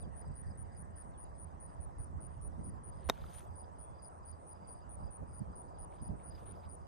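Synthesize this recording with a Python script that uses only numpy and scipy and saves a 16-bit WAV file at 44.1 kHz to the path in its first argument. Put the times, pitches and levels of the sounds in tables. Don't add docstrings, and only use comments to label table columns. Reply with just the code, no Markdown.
import sys
import numpy as np
from scipy import signal
from scipy.io import wavfile
from scipy.ndimage import uniform_filter1d

SR = 44100
rng = np.random.default_rng(int(sys.argv[2]) if len(sys.argv) > 2 else 0)


def linear_from_db(decibels):
    return 10 ** (np.asarray(decibels, float) / 20)


def pcm_store(signal):
    levels = np.round(np.clip(np.atleast_2d(signal), -1, 1) * 32767)
    wavfile.write(sys.argv[1], SR, levels.astype(np.int16).T)


N = 303285


def read(points, hz):
    f, value = np.transpose(points)
    return np.interp(np.log(hz + 1), np.log(f + 1), value)


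def amp_at(points, hz):
    return linear_from_db(read(points, hz))


def curve(rows, column=1):
    return np.interp(np.arange(N) / SR, np.transpose(rows)[0], np.transpose(rows)[column])


def evened(x):
    return x / np.sqrt(np.mean(x ** 2) + 1e-20)


def alike(likeness):
    return lambda hz: np.full_like(hz, likeness)


def add(mix, s, sound, pan_db=0, lag_s=0):
    for port, start, db in zip(mix, (s + lag_s, s), (pan_db / 2, -pan_db / 2)):
        at = round(start * SR)
        part = port[max(at, 0):max(at + len(sound), 0)]
        part += linear_from_db(db) * sound[max(-at, 0):][:len(part)]


def noise(colour, same, lag_s=0, patchy_db=0, size=1024, count=N):
    frames, hz = 4 * count // size + 5, np.fft.rfftfreq(size, 1 / SR)
    a, b, c, d, patches = rng.standard_normal((frames, len(hz), 5), dtype=np.float32).T
    patches = uniform_filter1d(patches, size=10, axis=0)
    patches = evened(uniform_filter1d(patches, size=8, axis=1))
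    same = np.clip(same(hz), -1, 1)[:, None]
    right, own = a + 1j * b, c + 1j * d
    late = np.exp(-2j * np.pi * hz * lag_s)[:, None]
    left = same * late * right + np.sqrt(1 - same ** 2) * own
    z = np.array([left, right])
    z *= amp_at(colour, hz)[:, None] * linear_from_db(patchy_db * patches)
    sound = signal.istft(z, nperseg=size, noverlap=size * 3 // 4)[1]
    return evened(sound[:, :count])


# (frequency [Hz], gain [dB])
ENTRY_COLOUR = [(88, -33.5), (150, -6), (583, -6), (1330, -8), (4180, -26), (4970, -35), (5570, -24.5),
                (6490, -26), (11500, -33.5), (14500, -39.5)]
# (frequency [Hz], level [dB], t60 [s])
FACE = [(11400, -31, 0.0058), (13340, -33, .004)]
# (frequency [Hz], level re strike [dB], t60 [s], first swing: 1 outward, -1 inward)
CLUB = [(240, -13, .025, 1), (384, -7.5, 0.021, -1), (684.4, -4.5, 0.015, 1), (812.5, -16, .014, 1),
        (1110, -3.5, 0.012, -1), (1360, -3.5, 0.0076, -1), (1570, -13, .009, 1), (1850, -10, 0.015, -1),
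        (2454.3, -7.5, .006, 1), (3745, -4, .018, 1), (5355, -6.5, 0.0079, 1), (6310, -29.5, .014, -1),
        (7204, -14, .005, 1), (8700, -27.5, .009, -1)]
# (frequency [Hz], lag [s])
CLUB_LAG = [(400, .00011), (1300, .00007), (2500, 0), (3700, 0), (5470, .00005), (11000, 0)]
ENTRY_S, TICK_S, STRIKE_S = 3.0893, 3.0976, 3.09795
STRIKE_DB = -17.5


def hit():
    mix, t = np.zeros((2, N)), np.arange(2048) / SR
    plough = np.clip(t / 0.0005, 0, 1) * linear_from_db(-60 * np.maximum(t - .011, 0) / 0.022)
    entry = noise(ENTRY_COLOUR, np.ones_like, size=256, count=len(t))[0]
    add(mix, ENTRY_S, linear_from_db(-37.5) * plough * entry)
    shove = linear_from_db(-30.5 - 60 * t / 0.0379) * np.sin(2 * np.pi * 325 * t) * np.clip(t / .002, 0, 1)
    add(mix, ENTRY_S + 0.00222, shove, 1.5)
    burst = noise(ENTRY_COLOUR, np.ones_like, size=256, count=len(t))[0]
    add(mix, TICK_S, linear_from_db(-34.5 - 60 * t / 0.022) * burst)
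    for hz, db, t60 in FACE:
        add(mix, TICK_S, linear_from_db(db - 60 * t / t60) * np.sin(2 * np.pi * hz * t), 2.5)
    contact = np.clip(t / 0.0003, 0, 1)
    for hz, db, t60, way in CLUB:
        ring = way * linear_from_db(STRIKE_DB + db - 60 * t / t60) * np.sin(2 * np.pi * hz * t)
        add(mix, STRIKE_S, contact * ring, .8, read(CLUB_LAG, hz))
    return mix


# (time [s], level [dB])
SPRAY = [(3.11, -67), (3.124, -71), (3.15, -69.5), (3.18, -70), (3.22, -69.5), (3.28, -74.5), (3.34, -67.5),
         (3.39, -68.5), (3.43, -77), (3.486, -90), (3.56, -96.5)]
# (at start [dB], at end [dB])
SPRAY_FINE_DB = (-7, 5)
# (start [s], length [s], level [dB], share of fine dry grains [dB])
SCUFFS = [(5.886, 0.152, -78, -16), (6.18, .06, -77.5, -24.5), (6.29, 0.21, -74.5, -6),
          (6.45, 0.13, -75.5, -22), (6.53, 0.11, -85, 2), (6.615, 0.065, -73, -13)]
SWING_S, SWING_RISE_DB_PER_S = 3.086, 110
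SWING_DB, SWING_FINE_DB = -72, -17
SCUFF_RISE, SCUFF_FALL = 0.365, 0.48


def moving_sand():
    t = np.arange(N) / SR
    swing = linear_from_db(SWING_DB + SWING_RISE_DB_PER_S * np.minimum(t - SWING_S, 0)) * (t < SWING_S)
    spray = linear_from_db(np.interp(t, *np.transpose(SPRAY), left=-140, right=-140))
    spray_fine_db = np.interp(t, (SPRAY[0][0], SPRAY[-1][0]), SPRAY_FINE_DB)
    coarse = swing + spray
    fine = linear_from_db(SWING_FINE_DB) * swing + linear_from_db(spray_fine_db) * spray
    for s, length_s, db, fine_db in SCUFFS:
        shape = np.interp((t - s) / length_s, (0, SCUFF_RISE, 1 - SCUFF_FALL, 1), (0, 1, 1, 0))
        scuff = linear_from_db(db) * shape
        coarse, fine = coarse + scuff, fine + linear_from_db(fine_db) * scuff
    return coarse, fine


def patter(per_s, spread_db, steady, hold):
    landing = rng.random(N) < per_s / SR
    grains = linear_from_db(spread_db * np.minimum(rng.exponential(1, N), 5)) * landing
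    return evened(steady + evened(signal.lfilter([1], [1, -hold], grains)))


# (frequency [Hz], gain [dB])
COARSE_COLOUR = [(600, -30), (1500, 5), (2500, -0.5), (3700, 1), (4600, -6.5), (7000, -45.5)]
FINE_COLOUR = [(3000, -38), (4800, -10.5), (6200, 2), (7600, -5.5), (9000, 3), (10300, -3), (11500, 0.5),
               (13000, -1.5), (13900, -3.5), (14600, -26.5)]
# (time [s], level before decay [dB], frequency [Hz])
KNOCKS = [(0.244, -45.5, 893), (3.1776, -49.5, 1440), (3.1775, -57.5, 3300), (3.178, -60.5, 6500),
          (3.1782, -59.5, 12000), (3.2215, -62, 11500), (3.352, -61.5, 12000), (3.197, -63.5, 3600),
          (3.241, -43, 1292), (3.382, -58, 3220), (3.4523, -68, 3000), (3.643, -63, 3381),
          (5.924, -57, 2250), (5.937, -67.5, 2877), (6.198, -58.5, 2180), (6.212, -65.5, 2700),
          (6.535, -66, 2610), (6.636, -60.5, 2280), (6.652, -63, 3100)]
HANDFUL_DB = 1.3


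def sand():
    coarse_level, fine_level = moving_sand()
    drift = uniform_filter1d(rng.standard_normal((2, N)), size=500, axis=1)
    handfuls = linear_from_db(HANDFUL_DB * evened(uniform_filter1d(drift, size=500, axis=1)))
    coarse = noise(COARSE_COLOUR, alike(0.8), patchy_db=2.0, size=256) * coarse_level * handfuls[0]
    fine = noise(FINE_COLOUR, alike(0.5), patchy_db=2.5, size=256) * fine_level * handfuls[1]
    mix = patter(1300, spread_db=1.5, steady=0.706, hold=0.97) * coarse
    mix += patter(1500, spread_db=3.0, steady=.7, hold=.995) * fine
    t = np.arange(0, .015, 1 / SR)
    for s, db, hz in KNOCKS:
        attack = np.clip(t * hz / 0.86, 0, 1)
        add(mix, s, linear_from_db(db - 2.8 * hz * t) * np.sin(2 * np.pi * hz * t) * attack)
    return mix


def stroke(length_s, top_hz, rise_hz, fall_hz, top_at, edge):
    u = np.arange(round(length_s * SR)) / (length_s * SR)
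    before_top = np.maximum(1 - u / top_at, 0)
    after_top = np.maximum((u - top_at) / (1 - top_at), 0)
    hz = top_hz - rise_hz * before_top ** 2 - fall_hz * after_top ** 2
    return np.sin(np.pi * u) ** edge * np.sin(2 * np.pi * (np.cumsum(hz) / SR + rng.random()))


CHIRP_SPREAD_DB, CHIRP_SPREAD_HZ = 0.47, 28


def chirp(mix, first, last, db, hz, pan_db, lag_s):
    k = np.arange(round((last - first) / .0088) + 1)
    beat = k + 2.3 * 0.16 * np.exp(-k)
    times = first + (last - first) * (beat - beat[0]) / (beat[-1] - beat[0])
    mood = rng.standard_normal(size=2)
    db, hz = db + CHIRP_SPREAD_DB * mood[0], hz + CHIRP_SPREAD_HZ * mood[1]
    for j, s, wobble in zip(k, times, rng.standard_normal((len(k), 2))):
        start = np.exp(-j / 1.1)
        length_s = .0076 - 0.0022 * start
        top_hz = hz - 260 * start + 35 * wobble[0]
        sound = stroke(length_s, top_hz, 120, 860, 0.4, 1.0)
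        stroke_db = db - 6.3 * start + 0.92 * wobble[1]
        add(mix, s - length_s / 2, linear_from_db(stroke_db) * sound, pan_db, lag_s)


# (first pulse [s], last pulse [s])
NEAR_CHIRPS = [(-.0362, .0257), (0.1613, .213), (0.356, .4147), (0.576, .6266), (0.7697, .8207),
               (0.96, 1.02), (1.179, 1.2392), (1.3835, 1.444), (1.6021, 1.6623), (1.805, 1.8482),
               (1.986, 2.0445), (2.207, 2.267), (2.415, 2.476), (2.637, 2.6953), (2.837, 2.8974),
               (3.044, 3.097), (3.334, 3.3936), (3.557, 3.6167), (3.7874, 3.8484), (4.023, 4.0832),
               (4.2533, 4.314), (4.468, 4.5303), (4.6747, 4.7356), (4.8936, 4.954), (5.109, 5.169),
               (5.333, 5.3932), (5.5568, 5.6173), (5.787, 5.8473), (6.018, 6.0776), (6.2358, 6.2964),
               (6.459, 6.5203), (6.69, 6.7516)]
FAR_CHIRPS = [.159, .475, 0.764, 1.072, 1.385, 1.711, 2.03, 2.34, 2.628, 2.969, 3.294, 3.59, 3.874, 4.151,
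              4.431, 4.751, 5.03, 5.309, 5.632, 5.934, 6.199, 6.44, 6.722]
FAR_LENGTH_S = 0.077


def ground_crickets():
    near, far = np.zeros((2, 2, N))
    for first, last in NEAR_CHIRPS:
        chirp(near, first, last, db=-51, hz=9610.8, pan_db=4.0, lag_s=33 / 44100)
    for middle in FAR_CHIRPS:
        first, last = middle - FAR_LENGTH_S / 2, middle + FAR_LENGTH_S / 2
        chirp(far, first, last, db=-68, hz=9030, pan_db=7.5, lag_s=0.000199)
    return near, far


# (first pulse [s], last pulse [s], top pitch [Hz], first mean level [dB], last [dB])
TRILLS = [(0.018, 1.413, 8262, -78, -82.5), (0.248, 1.079, 8555, -78, -79), (1.479, 2.226, 8416, -84, -86),
          (2.648, 3.068, 8610, -99.5, -77), (3.466, 5.051, 8240, -81.5, -89.5),
          (5.128, 5.253, 8260, -84, -88.5), (5.396, 5.689, 8610, -83.5, -82),
          (5.93, 6.112, 8620, -82, -82.5), (6.094, 6.86, 8260, -83, -91), (6.6, 6.843, 8660, -80.5, -89)]
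CYCLES_PER_PULSE = 522
TRILL_STROKE_S, TRILL_PAN_DB = .022, 15
TRILL_LIFT_DB = 3.5


def trills():
    mix = np.zeros((2, N))
    for first, last, hz, first_db, last_db in TRILLS:
        for share in np.linspace(0, 1, round((last - first) * hz / CYCLES_PER_PULSE) + 1):
            db = first_db + share * (last_db - first_db) + 3.1 * rng.standard_normal()
            sound = linear_from_db(db + TRILL_LIFT_DB) * stroke(TRILL_STROKE_S, hz, 120, 650, 0.4, 0.93)
            add(mix, first + share * (last - first) - .002, sound, TRILL_PAN_DB, .0003)
    return mix


# (middle [s], level of the stronger wing [dB], mean pitch [Hz])
FIELD_STROKES = [(0.003, -73, 4830), (0.047, -73, 4780), (0.179, -90, 4840), (0.222, -73, 4920),
                 (0.263, -73, 4880), (0.322, -77.5, 4800), (0.368, -77, 4830), (0.473, -71.5, 4820),
                 (0.513, -70, 4940), (0.657, -82, 4810), (0.726, -76, 4870), (0.764, -73, 4900),
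                 (0.945, -85, 4860), (0.974, -77, 4880), (1.018, -79.5, 4900), (1.213, -87, 4880),
                 (1.245, -79, 4870), (1.288, -81.5, 4870), (1.322, -88.5, 4900), (1.353, -83.5, 4920),
                 (1.388, -88.5, 4940), (1.447, -85, 4830), (1.482, -89, 4850), (1.514, -84.5, 4890),
                 (1.632, -87, 4900), (1.662, -87.5, 4880), (1.697, -78, 4870), (1.727, -84, 4920),
                 (1.772, -86, 4900), (1.932, -87.5, 4900), (1.975, -86, 4880), (2.01, -81.5, 4770),
                 (2.046, -85.5, 4860), (2.217, -85, 4860), (2.252, -83, 4870), (2.295, -84.5, 4880),
                 (2.341, -85, 4860), (2.527, -83.5, 4950), (2.617, -84, 4810), (2.652, -79, 4900),
                 (2.705, -78.5, 4830), (2.739, -83.5, 4880), (2.781, -83, 4880), (2.886, -82.5, 4820),
                 (2.929, -77, 4830), (2.974, -75.5, 4920), (3.0, -79, 4880), (3.198, -75, 4860),
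                 (3.242, -74.5, 4850), (3.288, -72.5, 4810), (3.336, -83, 4840), (3.382, -79, 4880),
                 (3.414, -85.5, 4910), (3.481, -84, 4810), (3.515, -82.5, 4890), (3.557, -78, 4870),
                 (3.6, -73, 4870), (3.645, -72.5, 4870), (3.765, -85, 4960), (3.808, -79.5, 4940),
                 (3.956, -77.5, 4830), (3.996, -70, 4850), (4.023, -73.5, 4860), (4.051, -67, 4940),
                 (4.237, -79.5, 4920), (4.288, -71.5, 4850), (4.332, -70, 4780), (4.524, -75, 4880),
                 (4.562, -74.5, 4940), (4.602, -81.5, 4810), (4.647, -73, 4800), (4.691, -70, 4800),
                 (4.754, -77.5, 4810), (4.779, -76, 4910), (4.826, -73, 4880), (5.004, -81.5, 4810),
                 (5.043, -72.5, 4820), (5.075, -71.5, 4870), (5.289, -83.5, 4920), (5.321, -78, 4930),
                 (5.352, -76.5, 4870), (5.399, -75.5, 4830), (5.508, -88.5, 4860), (5.537, -78.0, 4930),
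                 (5.576, -78.5, 4930), (5.648, -86, 4720), (5.689, -77.5, 4870), (5.753, -76, 4790),
                 (5.786, -78.5, 4900), (5.828, -75, 4950), (5.97, -80.5, 4830), (6.009, -72, 4890),
                 (6.054, -71.5, 4880), (6.084, -75.5, 4910), (6.277, -76.5, 4830), (6.314, -65.5, 4900),
                 (6.354, -65, 4900), (6.382, -77.5, 4860), (6.525, -80.5, 4790), (6.561, -77, 4900),
                 (6.601, -77, 4900), (6.657, -74, 4880), (6.704, -75, 4850), (6.817, -80, 4920),
                 (6.858, -82, 4940)]
FIELD_ARCH_HZ = 79.95


def field_crickets():
    mix = np.zeros((2, N))
    for s, db, hz in FIELD_STROKES:
        top_hz = hz + FIELD_ARCH_HZ
        strong = stroke(.028, top_hz, 60, 520, 0.46, 0.85)
        weak = 0.38 * stroke(.028, top_hz - 110, 40, 200, 0.34, 1.0)
        add(mix, s - .014, linear_from_db(db) * (strong + weak), 2.2, 18 / 44100)
    return mix


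def crickets():
    near, far = ground_crickets()
    rest, field = far + trills(), field_crickets()
    t = np.arange(0, .25, 1 / SR)
    scatter = rng.standard_normal((2, len(t))) * linear_from_db(-60 * t / 0.39) * (t > .004)
    scatter /= np.linalg.norm(scatter[0])
    sent = linear_from_db(-22.5) * (near + rest) + linear_from_db(-13.0) * field
    tail = signal.oaconvolve(sent, scatter, axes=1)[:, :N]
    echo = np.roll(near[::-1], round(.071 * SR), axis=1)
    swell = uniform_filter1d(abs(field).mean(0), round(.1 * SR))
    chorus_colour = [(4100, -73.0), (4680, -6.5), (4900, 1), (5040, -11.0), (5500, -81.5)]  # (Hz, dB)
    chorus = abs(swell) ** 0.634 * noise(chorus_colour, alike(.5))
    return near + rest + field + linear_from_db(-32.0) * chorus + tail + linear_from_db(-32) * echo


# (start [s], length [s], first pitch [Hz], last pitch [Hz], level [dB], glide levelling-off [power])
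BIRDS = [(0.016, 0.046, 4100, 3005, -73, 1.45), (1.13, 0.071, 4060, 2814, -79, 1.7),
         (1.245, 0.0325, 4300, 3696, -81.5, 1.36), (1.248, 0.018, 2950, 2650, -79.5, 1.04),
         (3.46, 0.031, 3700, 3200, -80.5, 1.4), (3.72, 0.296, 2890, 3525, -85.5, 2.26),
         (4.605, 0.18, 2200, 2262, -81, 1.3), (4.903, 0.031, 4100, 3280, -86, 1.4),
         (5.972, 0.384, 2330, 2852, -82, 1.65)]
BIRD_WAVER_DB, BIRD_WAVER_S, BIRD_WAVER_HZ = 1.8, 0.006, 15


def birds():
    mix = np.zeros((2, N))
    for s, length_s, first_hz, last_hz, db, bend in BIRDS:
        hz = last_hz + (first_hz - last_hz) * np.linspace(1, 0, round(length_s * SR)) ** bend
        waver = uniform_filter1d(rng.standard_normal(len(hz)), round(BIRD_WAVER_S * SR))
        waver = evened(uniform_filter1d(waver, size=100))
        whistle = np.sin(2 * np.pi * np.cumsum(hz + BIRD_WAVER_HZ * waver[::-1]) / SR)
        level = linear_from_db(db + BIRD_WAVER_DB * waver) * signal.windows.tukey(len(hz), .4)
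        add(mix, s, level * whistle, 1.5, .0002)
    return mix


def swelling(t, middle, length_s):
    return np.exp(-8 * ((t - middle) / length_s) ** 2)


# (time [s], level [dB])
WIND = [(0, -49), (.7, -50.5), (1.1, -54.5), (1.6, -53), (2.3, -50), (2.9, -51.5), (3.4, -56.5),
        (3.7, -54.5), (4.2, -57), (4.8, -55), (5.3, -53.5), (5.9, -53.5), (6.3, -52.5), (6.88, -54)]
# (frequency [Hz], gain [dB])
WIND_COLOUR = [(15, -48), (32, -27.5), (52, 8), (90, -2.5), (140, -7.5), (220, -22.5), (400, -39),
               (1500, -110)]
FLUTTER_COLOUR = [(80, -50), (140, 3), (220, -8.5), (330, -14.5), (450, -27), (1500, -100)]
# (middle [s], length [s], level [dB], flutter re push [dB])
GUSTS = [(0.069, 0.093, -48, -10), (0.292, 0.137, -43.5, -24), (0.477, 0.081, -46, -15.5),
         (0.593, 0.059, -49.5, -27), (1.296, 0.213, -50, -27), (1.547, 0.039, -51, -20.5),
         (1.801, 0.078, -46, -27.5), (1.997, 0.074, -41, -16), (2.156, 0.113, -41, -30.5),
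         (2.427, 0.317, -46, -28.5), (2.604, 0.076, -44.5, 0.5), (2.678, 0.12, -48.5, -1),
         (2.754, 0.22, -51.5, -10.5), (2.899, 0.0635, -43, -9), (3.067, 0.11, -42.5, -16.5),
         (3.245, 0.134, -45.5, -13), (3.495, 0.093, -45, -23), (3.909, 0.0673, -48.5, -12),
         (4.636, 0.112, -58.5, -0.5), (5.031, 0.169, -43.5, -10), (5.224, 0.0555, -44.5, -2.5),
         (5.416, 0.058, -48, 1), (5.499, 0.079, -45.5, -3.5), (5.828, .06, -48, -20.5),
         (6.027, 0.045, -43, -4), (6.111, 0.132, -41, -1.5), (6.674, 0.065, -50, -22.5)]
BREEZE_SHARP_DB, LUMPS_DB, LUMP_S = -7, 1.5, 0.052
CONTROL_STEP = 64


def wind():
    low = noise(WIND_COLOUR, alike(-.3), patchy_db=-0.5, size=2048)
    flutter = noise(FLUTTER_COLOUR, alike(-.2), patchy_db=2.0)
    t = np.arange(0, N, CONTROL_STEP) / SR
    lump_shape = np.hanning(round(LUMP_S * SR / CONTROL_STEP))
    lumps = evened(np.convolve(rng.standard_normal(len(t)), lump_shape, "same"))
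    push_power = linear_from_db(curve(WIND)[::CONTROL_STEP] + LUMPS_DB * lumps) ** 2
    flutter_power = push_power * linear_from_db(BREEZE_SHARP_DB) ** 2
    for middle, length_s, db, sharp_db in GUSTS:
        gust_power = (linear_from_db(db) * swelling(t, middle, length_s)) ** 2
        push_power = push_power + gust_power
        flutter_power = flutter_power + linear_from_db(sharp_db) ** 2 * gust_power
    push = np.interp(np.arange(N) / SR, t, np.sqrt(push_power))
    buffet = np.interp(np.arange(N) / SR, t, np.sqrt(flutter_power))
    return (push * low + buffet * flutter) * linear_from_db([[-2.2], [2.2]])


# (time [s], level [dB])
ROAD = [(0, -57.5), (2.4, -56.5), (4.2, -56), (5.1, -55.5), (6.5, -54.5), (6.88, -56.5)]
TYRES = [(0, -75.5), (.9, -74), (1.6, -78.5), (3, -78.5), (4.5, -81.5), (6.88, -82)]
# (frequency [Hz], gain [dB])
ROAD_COLOUR = [(150, -20), (300, -4), (430, -2.5), (690, 1.5), (950, 2.5), (1200, -6), (1460, -15),
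               (1720, -21.5), (2000, -27), (2500, -34.5), (4000, -71.5)]
TYRE_COLOUR = [(1100, -38.5), (1600, 1), (1950, -2.5), (2250, -15.5), (2800, -44)]
HUM_COLOUR = [(64, -110), (81, -2.5), (89, -1.5), (108, -110)]
AIR_COLOUR = [(1200, -13.5), (2500, 5), (3800, -2.5), (6200, 0.5), (7400, -1), (8900, 7), (10200, -3),
              (10900, -16), (13500, -19)]
# (frequency [Hz], left-right likeness [0..1])
ROAD_SAME = [(250, 0.23), (450, 0.74), (800, 0.896), (1300, 0.641), (2000, 0.35), (2400, 0.2)]
ROAD_LAG_S = 22.47 / 44100
HUM_DB, AIR_DB = -59, -80


def background():
    def road_same(hz):
        return read(ROAD_SAME, hz)

    road = linear_from_db(curve(ROAD)) * noise(ROAD_COLOUR, road_same, ROAD_LAG_S, patchy_db=1.7141)
    tyres = linear_from_db(curve(TYRES)) * noise(TYRE_COLOUR, road_same, ROAD_LAG_S, patchy_db=3.0)
    air = linear_from_db(AIR_DB) * noise(AIR_COLOUR, alike(0.12), patchy_db=3.0)
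    hum = linear_from_db(HUM_DB) * noise(HUM_COLOUR, alike(0.2695), size=8192)
    return hum + (road + tyres) * linear_from_db([[-.7], [.7]]) + air * linear_from_db([[-.8], [.8]])


def scene():
    return hit() + sand() + crickets() + birds() + wind() + background()


def roll_off(x):
    return signal.sosfilt(signal.butter(12, 14930, fs=SR, output="sos"), x)


def record(dry):
    rolled = signal.sosfilt(signal.butter(N=8, Wn=13900, fs=SR, output="sos"), dry)
    return roll_off(rolled)


dry = scene()
out = record(dry)
pcm_store(out)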